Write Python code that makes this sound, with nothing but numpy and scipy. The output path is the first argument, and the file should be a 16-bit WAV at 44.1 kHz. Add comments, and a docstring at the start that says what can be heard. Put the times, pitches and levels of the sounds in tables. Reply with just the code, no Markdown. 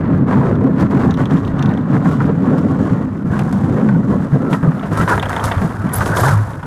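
"""A dirt road and then a steel-decked bridge, heard from on board a fibreglass boat towed on a rope.
Random contacts ring the bottom panel, hull and shell modes; bumps add sine thuds and drumming.
The keel digs in by strokes and skips over ridges, filtered grains hiss as grit, and a loose fitting rattles in runs.
On the deck the scrape turns harsher, with brief squeaks, and the bottom panel drones more."""
import sys
import numpy as np
from scipy import signal
from scipy.fft import rfft, irfft, next_fast_len
from scipy.io import wavfile
from scipy.ndimage import uniform_filter1d, minimum_filter1d, map_coordinates

SR = 44100
rng = np.random.default_rng(int(sys.argv[2]) if len(sys.argv) > 2 else 0)


def digitize_waveform(pressure):
    """Quantize a signal to 16-bit integers and store it at the path in sys.argv[1].

    Rows of a 2-D input are taken as channels; values are limited to [-1, 1].
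    """
    field = np.atleast_2d(pressure).T
    bounded = np.clip(field, -1, 1)
    quanta = np.round(bounded * 32767).astype(np.int16)
    wavfile.write(sys.argv[1], SR, quanta)


N = 293703
TIME = np.arange(N) / SR


def from_db(db):
    """Amplitude gain of a level in dB."""
    return 10 ** (np.asarray(db) / 20)


def rms_one(x):
    """Scale to an RMS of 1."""
    return x / np.sqrt(np.mean(x ** 2) + 1e-20)


def in_time(rows):
    """Each dB column of a curve as a gain per sample."""
    s, *columns = np.transpose(rows)
    return [from_db(np.interp(TIME, s, db)) for db in columns]


def drift(rate_per_s):
    """Smooth chance with spread 1."""
    knots = rng.standard_normal(4000)
    return rms_one(map_coordinates(knots, [TIME * rate_per_s], order=1, mode="wrap"))


def bandpass(x, order, low_hz, high_hz):
    """Butterworth band."""
    return signal.sosfilt(signal.butter(order, [low_hz, high_hz], "band", fs=SR, output="sos"), x)


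def colour(x, spectrum, skirt_db_per_octave=48):
    """Shape a signal by a spectrum whose ends fall away steeply."""
    hz, db = np.transpose(spectrum)
    size = next_fast_len(N + 8192)
    octave = np.log2(np.arange(size // 2 + 1) * SR / size + 1)  # +1 Hz avoids log of zero
    points = np.log2(hz)
    beyond = np.abs(octave - np.clip(octave, points[0], points[-1]))
    gain = from_db(np.interp(octave, points, db) - skirt_db_per_octave * beyond)
    return irfft(rfft(x, size) * gain, size)[:N]


def resonate(x, hz, width_hz):
    """A two-pole resonance with gain 1 on top."""
    radius = np.exp(-np.pi * width_hz / SR)
    zeros = np.array([1, 0, -1]) * (1 - radius ** 2) / 2
    poles = [1, -2 * radius * np.cos(2 * np.pi * hz / SR), radius ** 2]
    return signal.lfilter(zeros, poles, x + 1e-18)


def even(x, span_s):
    """Hold the slow level at 1 and keep the fast flutter."""
    size = max(int(span_s * SR), 8)
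    power = uniform_filter1d(uniform_filter1d(x * x, size), size)
    return x / np.sqrt(np.abs(power) + 1e-14)


def grains(per_s, spread_db, clump_db, clumps_per_s):
    """Random contacts of uneven size that come in clumps."""
    sizes = from_db(spread_db * np.minimum(rng.exponential(1, N), 4)) * rng.choice([-1, 1], N)
    hits = rng.random(N) < per_s / SR
    return sizes * hits * from_db(clump_db * drift(clumps_per_s))


def add(out, s, sound):
    """Mix a short sound in at time s."""
    start = max(int(s * SR), 0)
    out[start:start + len(sound)] += sound[:max(N - start, 0)]


def bursts(times, levels_db, t60_s):
    """An envelope that jumps at each event and dies away by 60 dB in t60_s."""
    out = np.zeros(N)
    for s, db in zip(times, levels_db):
        add(out, s, from_db(db - 60 * TIME[:SR // 4] / t60_s))
    return out


def swell(s, half_s):
    """A Gaussian hump of height 1 at time s, down to 1/e after half_s."""
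    return np.exp(-np.minimum(((TIME - s) / half_s) ** 2, 50))


# Passage onto the bridge. Each row: time in seconds, share of the keel on the deck 0-1.
DECK_SHARE = [(0, 0.21), (2.9, 0.15), (3.3, 0.48), (4.0, 0.24), (4.5, .55), (4.95, 0.83), (6.66, 0.94)]


def on_deck():
    """Share of the keel that rests on steel, per sample."""
    return np.clip(np.interp(TIME, *np.transpose(DECK_SHARE)), 0, 1)


# Skips over ridges. Each row: centre in seconds, change of gain in dB.
SKIPS = [(0.03, -3), (0.23, -2), (0.75, 0.5), (0.894, -3), (1.16, -3), (1.45, -1), (1.84, -1.5),
         (2.35, -0.5), (3.12, -5), (3.215, -3.5), (4.03, -1.5), (4.29, -7.5), (4.59, -2.5), (4.79, -0.5),
         (5.76, -2.5), (5.915, -0.5), (6.6, -2)]
SKIP_HALF_S = 0.041


def grounded():
    """Ground contact gain: nearly every skip dips it as the hull loses contact."""
    return from_db(sum(db * swell(s, SKIP_HALF_S) for s, db in SKIPS))


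# Weight on the bottom panel. Each row: time in seconds, drone level in dB.
WEIGHT = [(0.0, -26), (1.93, -28), (2.21, -29), (4.84, -30), (4.95, -26.5), (6.19, -24.5), (6.34, -22.5),
          (6.66, -28)]
# Boat rocking down onto its bottom. Each row: centre in seconds, drone level in relative dB.
ROCKS = [(0.17, -19.5), (0.588, -18.5), (0.83, -20.5), (1.07, -25), (2.28, -21), (2.821, -21), (3.3, -20),
         (3.71, -20), (4.162, -20), (5.16, -18.5), (5.27, -24), (5.47, -18), (5.59, -15.5), (5.8, -22.5),
         (5.999, -16.5), (6.2, -14.5), (6.399, -21)]
# Heave spectrum. Each row: frequency in Hz, gain in dB.
HEAVE_SPECTRUM = [(18, -22.5), (28, -16.5), (42, 4.5), (60, 2), (80, 12), (110, -31)]
ROCK_HALF_S = 0.04
BOTTOM_HZ, BOTTOM_WIDTH_HZ, BOTTOM_SKIRT_HZ = 103, 10.8, 89


def bottom(deck, rock_db=-0.5, heave_db=-7.5, steel_heave_db=-0.5, heave_follows=0.9, uneven_db=3.15):
    """The wide bottom panel resonates under the weight, more at each rock; low heave noise follows its level."""
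    steady = in_time(WEIGHT)[0] * from_db(uneven_db * drift(7.4))
    rocking = sum(from_db(db + rock_db) * swell(s, ROCK_HALF_S) for s, db in ROCKS)
    drone = np.hypot(steady, rocking)
    followed = drone.mean() * (drone / drone.mean()) ** heave_follows
    heave = followed * from_db(heave_db + steel_heave_db * deck)
    panel = resonate(grains(900, 3.9, 0.67, 9.3), BOTTOM_HZ, BOTTOM_WIDTH_HZ)
    panel = resonate(panel, BOTTOM_HZ, BOTTOM_SKIRT_HZ)
    sway = colour(rng.standard_normal(N), HEAVE_SPECTRUM)
    return drone * even(panel, 0.09) + heave * even(sway, 0.051)


# Steady shaking between bumps. Each row: time in seconds, level in relative dB.
SHAKE = [(0.0, -14.5), (0.52, -15), (1.22, -13.5), (1.35, -24), (1.61, -14.5), (1.76, -17), (2.5, -13.5),
         (3.1, -18), (3.99, -14.5), (4.38, -16.5), (5.08, -24.5), (5.25, -27.5), (5.99, -25), (6.21, -24.5),
         (6.44, -29.5), (6.66, -27)]
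DRUM_RISE_S = 0.019  # drumming peaks this long after a bump
# The bearing point picks the pitch that booms most; it sinks along the road and wanders.
BEARING_HZ, BEARING_SAG_HZ_PER_S, WANDER_OCTAVES, WANDERS_PER_S = 207.5, 2, 0.091, 14


def shaking(steady_db=0.5, uneven_db=0.07, uneven_per_s=20):
    """Level and pitch of the drumming: each bump raises it and pulls it towards its own pitch."""
    power = (in_time(SHAKE)[0] * from_db(steady_db + uneven_db * drift(uneven_per_s))) ** 2
    bearing_hz = (BEARING_HZ - BEARING_SAG_HZ_PER_S * TIME) * 2 ** (WANDER_OCTAVES * drift(WANDERS_PER_S))
    weighted_hz = power * bearing_hz
    age = TIME[:SR // 3] / DRUM_RISE_S
    for s, _, hz, drum_db in BUMPS:
        surge = (from_db(drum_db) * age * np.exp(1 - age)) ** 2
        add(power, s, surge)
        add(weighted_hz, s, surge * hz)
    return np.sqrt(power) * grounded(), weighted_hz / power


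def thud(hz, rise_s=0.0011, fall_s=0.013):
    """One soft blow on the hull: a decaying sine, peak 1."""
    t = TIME[:SR // 6]
    swing = np.sin(2 * np.pi * hz * t) * (1 - np.exp(-t / rise_s)) * np.exp(-t / fall_s)
    return swing / np.abs(swing).max()


# Hull modes. Each row: frequency in Hz, width in Hz, gain on dirt in dB, gain on the deck in dB.
HULL_MODES = [(135.7, 18, 0, -4), (165, 21.4, -3.5, -4.5), (199.3, 21.2, -6, -9), (238, 27, -9, -11.5),
              (263.6, 23, -1, -14), (312.7, 19, -12, -14.5)]
# Bumps. Each row: time in seconds, thud in relative dB, pitch in Hz, drumming after it in dB.
BUMPS = [(0.109, -17, 172, -11), (0.199, -7.5, 179, -8.5), (0.351, -22, 185, -7.5), (0.521, -3, 186, -24),
         (0.645, 8.5, 264, -19), (0.81, -9, 195, -9), (0.93, -19, 217, -10), (1.053, -4, 225, -12),
         (1.188, -22, 195, -20), (1.313, -12, 227, -4.5), (1.532, 1.5, 168, -26), (1.656, 0, 201, -11.5),
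         (1.777, -16, 204, -16.5), (1.884, -1, 240, -15.5), (1.929, -10, 205, -9.5),
         (2.047, -13, 163, -9.5), (2.21, -10, 175, -13.5), (2.482, -19, 173, -8), (2.649, -3, 227, -15),
         (2.792, -12, 205, -18), (2.908, 0, 125, -13), (3.248, 2.5, 169, -25), (3.311, -16, 185, -16.5),
         (3.421, -1, 200, -25), (3.528, -14, 212, -16), (3.615, -4, 164, -14), (3.951, -6, 180, -11),
         (4.098, 2, 225, -15), (4.327, 3.5, 141, -9.5), (4.511, 2, 181, -13.5), (4.63, 3, 157, -14.5),
         (4.676, 9.5, 150, -14), (4.917, 0, 165, -29), (4.996, 4, 164, -13.5), (5.161, 2, 138, -20),
         (5.617, 1.5, 195, -29), (5.645, 3, 167, -27), (5.844, 0.5, 165, -16), (6.0, -14, 160, -22.5),
         (6.081, -17, 160, -20)]


def hull(deck, focus_db=8.0, reach_octaves=0.19, bump_db=-10.5):
    """Rough ground drums on hull modes, on dirt mostly near the bearing pitch; single bumps thud on top."""
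    shake, pitch_hz = shaking()
    boom = 0
    for hz, width_hz, dirt_db, deck_db in HULL_MODES:
        nearness = np.exp(-(np.log2(hz / pitch_hz) / reach_octaves) ** 2) * (1 - deck ** 4)
        gain = from_db(dirt_db + deck * (deck_db - dirt_db) + focus_db * nearness)
        boom = boom + gain * resonate(grains(900, 2.9, 2.37, 45), hz, width_hz)
    out = even(bandpass(boom, 3, 100, 330), 0.052) * shake
    for s, db, hz, _ in BUMPS:
        add(out, s, from_db(db + bump_db) * thud(hz))
    return out


# Rattle runs. Each row: start in seconds, number of taps, gap between taps in seconds,
# loudest tap counted from 0 (may fall between taps), level there in dB.
RATTLES = [(0.5541, 1, .033, 0, -35), (1.1088, 3, .0322, 0.3, -20.5), (1.256, 2, 0.054, 0, -23.5),
           (1.37, 1, .033, 0, -32), (1.4492, 2, 0.029, 0.5, -27), (1.5928, 4, 0.033, 1.1, -19.5),
           (1.7382, 3, .036, 0.3, -29), (2.2544, 1, .033, 0, -36.5), (3.1777, 1, .033, 0, -42),
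           (4.795, 2, 0.033, 0.4, -25.5), (5.013, 2, 0.024, 0, -20), (5.1968, 4, 0.03, 0.5, -11),
           (5.33, 3, 0.034, 1.15, -13.5), (5.518, 2, .061, 0, -17.5), (5.6925, 1, 0.03, 0, -30),
           (5.8925, 1, .033, 0, -30), (6.1712, 1, .033, 0, -13.5), (6.534, 1, .033, 0, -32),
           (6.5929, 2, 0.04, 1, -34)]
TAP_LOSS_DB = 6  # per tap before or after the loudest


def taps():
    """The fitting bounces in short runs: (s, dB) of each tap, weaker away from the loudest."""
    return [(s + k * gap_s, db - abs(k - loudest) * TAP_LOSS_DB)
            for s, count, gap_s, loudest, db in RATTLES
            for k in range(int(round(count)))]


# Fitting modes. Each row: frequency in Hz, width in Hz, gain on dirt in dB, gain on the deck in dB.
FITTING_MODES = [(1000, 58, -14, 11), (1970, 115, -1.5, 4.5), (2770, 330, 9, -9.5), (3210, 330, 9.5, -5.5),
                 (3640, 270, 11.5, -8.5), (6070, 660, -2.5, -24), (9000, 4200, -21.5, -33)]


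def fitting(deck, chatter_db=-19.0, chatter_s=0.0045, mode_spread_db=2):
    """Each tap is a sharp contact and brief chatter through resonances; on deck more body, less edge."""
    out, t = np.zeros(N), TIME[:SR // 25]
    for s, db in taps():
        chatter = rng.standard_normal(len(t)) * np.exp(-t / chatter_s)
        contact = (t == 0) + from_db(chatter_db) * chatter
        steel = deck[int(s * SR)]
        tap = 0
        for k, (hz, width_hz, dirt_db, deck_db) in enumerate(FITTING_MODES):
            strength = from_db(dirt_db + steel * (deck_db - dirt_db) + rng.normal(0, mode_spread_db))
            tap = tap + (-1) ** k * strength * resonate(contact, hz, width_hz)
        add(out, s, from_db(db) * tap / np.abs(tap).max())
    return out


def mount(knock_db=0.5, click_db=-14.0, contact_s=0.0016):
    """Each tap of the fitting also clicks on its mount and knocks through the shell, as noise bursts."""
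    s, db = np.transpose(taps())
    contacts = bursts(s, db, contact_s * np.log(1000)) * rng.standard_normal(N)
    knock = bandpass(contacts, 2, 700, 2200)
    click = bandpass(contacts, 1, 2500, 8000)
    return from_db(knock_db) * knock + from_db(click_db) * click


def slips(rows, wobble, wobbles_per_s):
    """Stick-slip friction: short gliding tones with an unsteady pitch."""
    out, unsteady = np.zeros(N), drift(wobbles_per_s)
    for s, start_hz, end_hz, length_s, db in rows:
        along = np.linspace(0, 1, max(int(length_s * SR), 8))
        wander = wobble * np.roll(unsteady, -int(s * SR))[:len(along)]
        hz = (start_hz + (end_hz - start_hz) * along) * (1 + wander)
        envelope = np.sqrt(2 * np.abs(np.sin(np.pi * along)))
        add(out, s, from_db(db) * envelope * np.sin(2 * np.pi * np.cumsum(hz) / SR))
    return out


# Groans. Each row: start in seconds, start pitch in Hz, end pitch in Hz, length in seconds, level in dB.
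GROANS = [(3.80, 236.6, 173, 0.17, -11.5), (6.18, 100.3, 166.6, 0.187, -14.5),
          (6.30, 107.7, 103, .17, -11.5)]


def groans():
    """The hull sticks and slips at a low pitch."""
    return slips(GROANS, wobble=0.024, wobbles_per_s=70)


# Squeaks. Each row: start in seconds, start pitch in Hz, end pitch in Hz, length in seconds, level in dB.
SQUEAKS = [(5.9335, 10300, 10400, 0.014, -19.5), (5.952, 10300, 12800, 0.018, -23),
           (5.969, 11200, 12400, 0.021, -32), (6.183, 11000, 11500, .008, -32),
           (6.206, 11100, 12400, .009, -29)]


def squeaks():
    """Grit sticks and slips on steel at a high, rough pitch."""
    return slips(SQUEAKS, wobble=0.11, wobbles_per_s=8000)


# Rasps. Each row: start in seconds, start pitch in Hz, end pitch in Hz, length in seconds, level in dB.
RASPS = [(2.204, 1330, 1394, 0.018, -24), (5.078, 1060, 1000, 0.07, -17.5), (5.10, 1500, 1480, 0.047, -16),
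         (6.11, 1564, 1632, 0.094, -24.5), (6.235, 1560, 1457, 0.095, -22.5), (6.26, 900, 880, 0.027, -19),
         (6.30, 1380, 1080, 0.062, -25)]


def rasps():
    """The shell sings briefly where it rubs hard."""
    return slips(RASPS, wobble=0.1, wobbles_per_s=600)


# Keel strokes. Each row: start in seconds, length in seconds, then the levels of grinding,
# grit hiss and side panels in relative dB.
SCRAPES = [(0.078, 0.054, -37, -65, -30), (0.268, 0.14, -20.5, -50.5, -26), (0.43, 0.084, -24, -51, -18),
           (0.597, 0.076, -28.5, -68, -18), (0.777, 0.062, -20.5, -45.5, -23.5),
           (0.903, 0.22, -22, -48.5, -22), (1.169, 0.039, -20.5, -44.5, -22),
           (1.297, 0.048, -22.5, -46, -28), (1.366, 0.029, -35, -51, -28), (1.565, 0.16, -26, -55, -32),
           (1.896, 0.082, -23.5, -50.5, -29), (2.032, 0.14, -26.5, -46.5, -32),
           (2.192, 0.047, -27.5, -55, -43), (2.272, 0.03, -27.5, -68, -18), (2.434, 0.16, -26.5, -53, -21),
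           (2.688, .04, -26.5, -52, -27), (2.778, .16, -27.5, -50, -26), (3.305, .13, -25.5, -50.5, -30),
           (3.677, 0.11, -34, -78, -22), (3.764, 0.25, -30, -64, -24), (4.083, 0.059, -25.5, -51, -19),
           (4.208, 0.11, -28.5, -49.5, -27.5), (4.327, 0.044, -29.5, -65, -21.5),
           (4.411, 0.09, -32, -69, -22), (4.502, 0.054, -20, -40, -28), (4.623, .07, -29, -65, -24),
           (4.91, 0.044, -21.5, -43, -25), (4.969, 0.076, -19, -41, -28), (5.074, 0.077, -17, -36.5, -22.5),
           (5.287, 0.061, -22, -44, -42), (5.436, 0.023, -24, -30, -23.5), (5.51, 0.097, -31, -59, -47),
           (5.611, 0.017, -22, -43, -23), (5.925, 0.11, -24.5, -35.5, -40), (6.054, 0.021, -30, -33, -18.5),
           (6.153, 0.065, -22, -29, -20.5), (6.229, 0.095, -17.5, -32, -27)]
DIRT_ATTACK_S, STEEL_ATTACK_S = 0.035, 0.023
SCRAPE_RELEASE_S, SCRAPE_SAG_DB_PER_S = 0.035, 19.5


def strokes(deck):
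    """Each stroke bites, sags while it lasts and lets go: gains of grinding, grit and side panels."""
    out, t = np.zeros((3, N)), TIME[:SR // 2]
    for s, length_s, *levels_db in SCRAPES:
        attack_s = DIRT_ATTACK_S + deck[int(s * SR)] * (STEEL_ATTACK_S - DIRT_ATTACK_S)
        bite = np.minimum(t / attack_s, 1)
        sag = from_db(-SCRAPE_SAG_DB_PER_S * t)
        release = np.exp(-np.maximum(t - length_s, 0) / SCRAPE_RELEASE_S)
        for layer, db in zip(out, levels_db):
            add(layer, s - attack_s / 4, from_db(db) * bite * sag * release)
    return out


# Steady keel contact. Each row: time in seconds, grinding in relative dB, grit hiss in relative dB.
CONTACT = [(0.0, -27.5, -60), (0.3, -31.5, -66.5), (1.22, -32, -56), (1.69, -30.5, -59.5),
           (2.69, -31.5, -55.5), (3.24, -34, -58.5), (3.52, -28.5, -50), (3.89, -33, -55.5),
           (4.92, -29.5, -55), (5.15, -25.5, -48), (5.45, -22, -47.5), (5.69, -28.5, -48.5),
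           (5.94, -27, -52.5), (6.16, -18.5, -41), (6.49, -30, -50), (6.66, -34, -57)]
# Steady drag on the side panels. Each row: time in seconds, level in relative dB.
SIDE_DRAG = [(0.0, -24.5), (0.43, -22), (1.59, -29), (2.67, -24), (3.11, -29), (3.91, -28), (4.73, -31.5),
             (5.12, -25.5), (5.82, -33), (6.19, -24), (6.42, -36), (6.66, -37)]
UNEVEN_DB, UNEVEN_PER_S = 1.0, 45


def friction(deck, grit_db=0.6, sides_db=-1.5):
    """Steady contact on uneven ground plus the strokes: gains of grinding, grit and side panels."""
    steady = np.array(in_time(CONTACT) + in_time(SIDE_DRAG)) * from_db([[0], [grit_db], [sides_db]])
    flutter = from_db(UNEVEN_DB * drift(UNEVEN_PER_S))
    return np.hypot(steady * flutter, strokes(deck)) * grounded()


def pebbles(grind, grit, per_s=110.0, knock_db=-11.0, tick_db=-11.0):
    """Single pebbles pop out of the grinding: a knock in the shell and a tick in the treble."""
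    pops = (rng.random(N) < per_s / SR) * rng.uniform(-0.91, 1, N)
    knock = rms_one(bandpass(pops, 3, 550, 1750))
    tick = rms_one(bandpass(pops, 1, 3000, 7000))
    return grind * from_db(knock_db) * knock + grit * from_db(tick_db) * tick


# Stones caught under the keel. Each row: time in seconds, knock in relative dB, ring in Hz,
# treble crunch in relative dB, bite near 2.5 kHz in relative dB.
STONES = [(0.641, -15, 725, -65, -42), (1.204, -11, 1160, -48, -36), (1.776, -14, 740, -55, -42),
          (2.057, -8, 770, -46, -38), (2.204, -8.5, 1410, -67, -40), (3.392, -14, 766, -37, -24),
          (3.526, -15, 726, -39.5, -42), (3.889, -9.5, 1527, -48, -35), (4.529, -5, 1000, -41, -18.5),
          (4.628, -22, 1010, -53, -38), (4.832, -13.5, 690, -60, -32), (4.973, -15, 1060, -32, -39),
          (5.011, -2, 1430, -33, -25), (5.077, -2.5, 996, -40, -23), (5.096, -12, 1500, -32, -34),
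          (5.178, -4.5, 936, -43, -34), (5.229, -6, 940, -45, -19), (5.262, -11, 970, -51, -36),
          (5.294, -9.5, 1290, -35, -40), (5.367, -5, 915, -40, -24.5), (5.44, -11, 1240, -27, -26),
          (5.514, -4, 720, -48, -19), (6.008, -4, 1220, -49, -31), (6.059, -11, 1450, -32, -24),
          (6.169, -6, 1200, -41, -30), (6.234, 0, 1155, -41, -34), (6.63, -14.5, 985, -54, -40)]
SKID_DB, SKID_S, RING_S = -10.0, 0.008, 0.006  # decay times to 1/e


def caught_stones(level_db=-4.0, bite_db=0.5, bite_s=0.0087):
    """A stone hits the shell, rings it at its own pitch, and bites as it skids."""
    out, t = np.zeros(N), TIME[:SR // 10]
    for s, db, hz, _, edge_db in STONES:
        skid = rng.standard_normal(len(t))
        crack = bandpass((t == 0) + from_db(SKID_DB) * skid * np.exp(-t / SKID_S), 3, 600, 1750)
        ring = np.sin(2 * np.pi * hz * t) * np.exp(-t / RING_S)
        knock = crack / np.abs(crack).max() + ring
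        bite = bandpass(skid * np.exp(-t / bite_s), 2, 2050, 3100)
        add(out, s, from_db(db + level_db) * knock / np.abs(knock).max())
        add(out, s, from_db(edge_db + bite_db) * bite / np.abs(bite).max())
    return out


def lift(depth_db=-2.0, lift_s=0.029):
    """The keel rides up on each stone, so the grinding eases just before it drops again."""
    raised = np.zeros(N)
    rise = np.sqrt(np.linspace(0, 1, max(int(lift_s * SR), 8)))
    for s, *_ in STONES:
        add(raised, s - lift_s, rise)
    return from_db(depth_db * np.minimum(raised, 1))


# Modes of the thin shell. Each row: frequency in Hz, gain on dirt in dB, gain on the deck in dB.
SHELL_MODES = [(477, -10, -15.5), (539, -0.5, -1.5), (664, -1, 3), (770, 4.5, -5.5), (900, -2, 1.5),
               (985, 1, 4), (1096, 4.5, -3.5), (1220, -6, -1.5), (1341, -1, 3.5), (1480, -2, 1),
               (1607, -7.5, 3.5), (1735, -7.5, -5.5), (1890, -11, -6.5), (1997, -13, -24.5),
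               (2706, -34.5, -25.5)]
# Broad grinding spectrum. Each row: frequency in Hz, gain in dB.
GRIND_SPECTRUM = [(550, -9), (720, -1), (980, 1.5), (1250, 0), (1600, -7), (1950, -12), (2500, -21),
                  (3300, -27.5), (4500, -32)]
# Gravel coarseness: stones per second, spread of sizes in dB, clumping in dB, clumps per second.
GRAVEL = (1500, 3.2, 1.9, 90)


def shell(deck, width_hz=46.0, patchy_db=4.0, broad_db=-0.5):
    """Stones grind on the shell; the contact wanders along the keel and favours now one mode, now another."""
    stones, modes = grains(*GRAVEL), 0
    for k, (hz, dirt_db, deck_db) in enumerate(SHELL_MODES):
        gain = from_db(dirt_db + deck * (deck_db - dirt_db) + patchy_db * drift(22))
        modes = modes + (-1) ** k * gain * resonate(stones, hz, width_hz)
    broad = colour(grains(3000, 1.12, 2.0, 90), GRIND_SPECTRUM)
    return even(rms_one(modes) + from_db(broad_db) * rms_one(broad), 0.11)


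# Side panel spectrum. Each row: frequency in Hz, gain in dB.
PANEL_SPECTRUM = [(250, -1), (330, 2), (430, 4), (540, 0), (660, -5), (850, -20)]
# Grit spectrum on dirt. Each row: frequency in Hz, gain in dB.
GRIT_DIRT_SPECTRUM = [(1760, -32.5), (3000, 0.5), (4400, -9), (6960, -8), (8260, -12), (11000, -22.5),
                      (14000, -25.5), (15400, -41)]
# Grit spectrum on the deck. Each row: frequency in Hz, gain in dB.
GRIT_DECK_SPECTRUM = [(1760, -66), (3000, -3.5), (3730, 2.5), (4310, -0.5), (4810, 2), (10900, 1.5),
                      (14600, -11.5), (15400, -8)]
CRUNCH_T60_S = 0.055


def keel(deck, grind, grit, drag, grind_db=-1.5, grit_db=-1.0, crunch_db=2.5):
    """Stones grind through the shell, the side panels rumble, and fine grit hisses and crunches."""
    s, _, _, treble_db, _ = np.transpose(STONES)
    sand = grains(18000, 2.4, 2.3, 140)
    on_dirt = rms_one(colour(sand, GRIT_DIRT_SPECTRUM))
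    on_steel = rms_one(colour(sand, GRIT_DECK_SPECTRUM))
    hiss = even((1 - deck) * on_dirt + deck * on_steel, 0.023)
    crunch = bursts(s, treble_db + crunch_db, CRUNCH_T60_S)
    hiss = hiss * np.hypot(grit * from_db(grit_db), crunch)
    sides = even(colour(grains(1100, 1.94, 2.0, 60), PANEL_SPECTRUM), 0.099) * drag
    return (sides + shell(deck) * grind * from_db(grind_db)) * lift() + hiss


def scene():
    """Sum of all layers, background first."""
    deck = on_deck()
    grind, grit, drag = friction(deck)
    body = bottom(deck) + hull(deck)
    rattle = fitting(deck) + mount()
    tones = groans() + squeaks() + rasps()
    scrape = pebbles(grind, grit) + caught_stones() + keel(deck, grind, grit, drag)
    return (body + rattle + tones + scrape)[None]


def record(dry, ceiling=0.81, cutoff_hz=15400):
    """A fast limiter ducks the loudest peaks, then the top is cut."""
    size = SR // 200
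    needed = np.minimum(1, ceiling / (np.abs(dry) + 1e-9))
    gain = uniform_filter1d(uniform_filter1d(minimum_filter1d(needed, 2 * size), size), size)
    return signal.sosfilt(signal.ellip(10, .2, 80, cutoff_hz, fs=SR, output="sos"), dry * gain)


dry = scene()
out = record(dry)
digitize_waveform(out)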